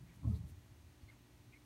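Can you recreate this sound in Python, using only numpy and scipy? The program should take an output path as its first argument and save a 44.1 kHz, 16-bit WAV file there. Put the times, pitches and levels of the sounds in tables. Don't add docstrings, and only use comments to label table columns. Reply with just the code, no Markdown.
import sys
import numpy as np
from scipy import signal
from scipy.fft import rfft, irfft
from scipy.io import wavfile

SR = 44100
rng = np.random.default_rng(int(sys.argv[2]) if len(sys.argv) > 2 else 0)


def unload_wav(signal):
    wavfile.write(
        sys.argv[1],
        SR,
        np.round(np.clip(np.atleast_2d(signal).T, -1, 1) * 32767).astype(np.int16),
    )


N = 72765
T = np.arange(N) / SR
HZ = np.fft.rfftfreq(N, 1 / SR)

# (frequency [Hz], relative density [dB])
AIR_SPECTRUM = [(20, -13.5), (45, 8), (70, 6), (130, 3.5), (180, -2.5), (300, -2.5), (480, -12),
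                (950, -11.5), (1500, -15.5), (2300, -15), (3200, -17), (4400, -18.5), (5000, -21.5),
                (6300, -19.5), (7600, -23.5), (8900, -21.5), (10500, -26.5), (11800, -24.5), (13500, -24.5),
                (14800, -32), (16000, -22)]
# (frequency [Hz], level [dB])
HUM_TONES = [(60, -69.5), (120, -68.5), (240, -77.5), (300, -76), (360, -80.5), (420, -95), (600, -90.5),
             (660, -93), (840, -90), (900, -98), (1500, -93.5), (1919, -90)]
# (peak time [s], centre [Hz], width [Hz], level [dB], rise and fall [s])
BRAN_RUSTLES = [(0.106, 2120, 597, -74.5, 0.04), (0.153, 9000, 12500, -76.5, 0.017),
                (0.299, 7600, 12100, -74.5, 0.032), (0.358, 4150, 1000, -70, 0.021),
                (0.359, 9550, 12500, -74, 0.04), (.495, 10200, 11300, -71.5, 0.025),
                (1.026, 4500, 700, -76.5, 0.014), (1.09, 4000, 1210, -76.5, 0.015),
                (1.114, 1400, 1300, -72, 0.024), (1.124, 2250, 1000, -77, 0.014)]
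# (peak time [s], pitch [Hz], level [dB], rise [s], fall [s], roughness [0-1])
SLIP_SQUEAKS = [(0.247, 1029, -66, 0.017, 0.0051, 0.25), (0.275, 662, -64, 0.013, 0.028, 0.07),
                (0.32, 1254, -71.5, 0.016, 0.0065, 0), (0.35, 430, -65, 0.056, 0.017, 0),
                (1.0895, 2123, -63, 0.0046, 0.0067, 0.1), (1.101, 2126, -60.5, 0.0049, 0.0062, 0),
                (1.538, 2413, -68.5, 0.016, .015, 0.96), (1.546, 2138, -62.5, 0.012, 0.0057, 0),
                (1.565, 2210, -68, 0.016, 0.011, 0.54)]
# (frequency [Hz], width [Hz], relative level [dB])
TUB_MODES = [(281.4, 60, 8), (410, 75, -3.5), (560, 21, -11.5), (654, 100, -4.5), (864, 220, -5.5),
             (1077, 47, -11), (1286, 30, -14)]
# (time [s], level [dB])
SCUFF_ENVELOPE = [(.21, -87), (.232, -65), (.252, -54), (.275, -59), (.31, -65), (.36, -64), (.39, -69),
                  (.52, -76.5), (.62, -85)]
# (time [s], level [dB])
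RUMBLE_ENVELOPE = [(0, -63.5), (.2, -60.5), (.3, -50), (.45, -50.5), (.65, -66.5), (.84, -59.5), (.97, -84),
                   (1.22, -96), (1.38, -65), (1.54, -75), (1.65, -73)]
# (time [s], level [dB])
RUB_ENVELOPE = [(0, -59.5), (.1, -68.5), (.2, -63.5), (.25, -52.5), (.32, -48), (.38, -54), (.46, -61.5),
                (.55, -71), (.65, -88), (.9, -86)]
# (time [s], pitch [Hz], level [dB])
GROAN_TRACK = [(.22, 275, -62.5), (0.244, 273.6, -55.5), (.255, 258.4, -41.5), (0.273, 258.5, -52.5),
               (0.291, 224.3, -42.5), (0.309, 198, -35), (0.321, 196, -38), (0.331, 197, -79),
               (0.361, 187, -74)]
# (peak time [s], pitch [Hz], level [dB], rise [s], fall [s])
TUB_BUMPS = [(0.036, 135, -50.5, 0.027, 0.0065), (0.237, 135, -43, 0.0054, 0.0027),
             (.277, 111.9, -31, 0.027, 0.0376), (0.276, 71.43, -37.5, 0.032, 0.051),
             (0.347, 83.45, -29, 0.026, 0.0074), (0.373, 195, -52.5, .016, 0.0077),
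             (0.406, 110, -40, .009, .022), (.44, 180, -56, 0.027, 0.018), (.458, 103, -43.5, 0.007, 0.011),
             (0.525, 90, -47.5, 0.0066, 0.023), (.582, 92, -48, 0.024, 0.021),
             (.722, 100, -49, 0.0069, 0.0065), (0.798, 85, -63, 0.011, 0.033),
             (.849, 85, -55.5, 0.014, 0.036), (1.036, 75, -46.5, 0.0032, 0.0094),
             (1.068, 110, -55, 0.015, 0.04), (1.353, 81.4, -59, 0.0087, 0.014),
             (1.48, 105.3, -57.5, 0.016, 0.021)]


def amp(db):
    return 10 ** (np.asarray(db) / 20)


def noise(gain):
    x = irfft(rfft(rng.standard_normal(N)) * gain, N)
    return x / np.sqrt(np.mean(x ** 2) + 1e-30)


def band(hz, width_hz):
    return 1 / (1 + (2 * (HZ - hz) / width_hz) ** 2)


def swell(peak_s, rise_s, fall_s):
    return np.exp(-((T - peak_s) / np.where(T < peak_s, rise_s, fall_s)) ** 2)


def envelope(points):
    return amp(np.interp(T, *np.transpose(points)))


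def tone(hz):
    return np.sin(2 * np.pi * (np.cumsum(hz * np.ones(N)) / SR + rng.random()))


def waver(depth_rms, width_hz):
    return 1 + depth_rms * noise(band(0, width_hz))


def room_air(level_db=-66):
    hz, db = np.transpose(AIR_SPECTRUM)
    spectrum_db = np.interp(np.log(HZ + 1), np.log(hz), db)
    return amp(level_db) * noise(amp(spectrum_db))


def hum():
    return sum(amp(db) * np.sqrt(2) * tone(hz) * waver(0.05, width_hz=15) for hz, db in HUM_TONES)


def reverb(source, level_db=-16.5, t60_s=0.18, delay_s=0.006):
    tail = rng.standard_normal(N) * amp(-60 * T / t60_s) * (T > delay_s)
    return amp(level_db) * signal.fftconvolve(source, tail / np.linalg.norm(tail))[:N]


def bran_rustles():
    return sum(amp(db) * swell(peak_s, ramp_s, ramp_s) * noise(band(hz, width_hz))
               for peak_s, hz, width_hz, db, ramp_s in BRAN_RUSTLES)


def squeaks():
    out = np.zeros(N)
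    for peak_s, hz, db, rise_s, fall_s, roughness in SLIP_SQUEAKS:
        clean = np.sqrt(2) * tone(hz * waver(0.005, width_hz=82))
        scratch = noise(band(hz, width_hz=360))
        blend = np.sqrt(1 - roughness) * clean + np.sqrt(roughness) * scratch
        out += amp(db) * swell(peak_s, rise_s, fall_s) * blend
    return out


def wall_scuff():
    modes = sum(amp(db) * band(hz, width_hz) / np.sqrt(width_hz) for hz, width_hz, db in TUB_MODES)
    return envelope(SCUFF_ENVELOPE) * noise(modes)


def handling_rumble():
    return envelope(RUMBLE_ENVELOPE) * noise(band(hz=79.2, width_hz=120) ** 2)


def finger_rub():
    return envelope(RUB_ENVELOPE) * noise(band(hz=161.6, width_hz=125) ** 2)


def wall_groan():
    time_s, hz, db = np.transpose(GROAN_TRACK)
    gain = amp(np.interp(T, time_s, db, left=-np.inf, right=-np.inf))
    return gain * tone(np.interp(T, time_s, hz))


def tub_bumps():
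    return sum(amp(db) * swell(peak_s, rise_s, fall_s) * tone(hz)
               for peak_s, hz, db, rise_s, fall_s in TUB_BUMPS)


def scene():
    friction = squeaks() + wall_scuff() + finger_rub() + wall_groan()
    tub = bran_rustles() + handling_rumble() + friction + tub_bumps()
    return (room_air() + hum() + reverb(tub) + tub)[None]


def record(dry, low_cut_hz=63, high_cut_hz=15800):
    highpassed = irfft(rfft(dry) * HZ ** 2 / np.hypot(HZ ** 2, low_cut_hz ** 2), N)
    lowpass = signal.firwin(511, high_cut_hz, window=("kaiser", 9), fs=SR)
    return signal.oaconvolve(highpassed, lowpass[None], "same")


dry = scene()
out = record(dry)
unload_wav(out)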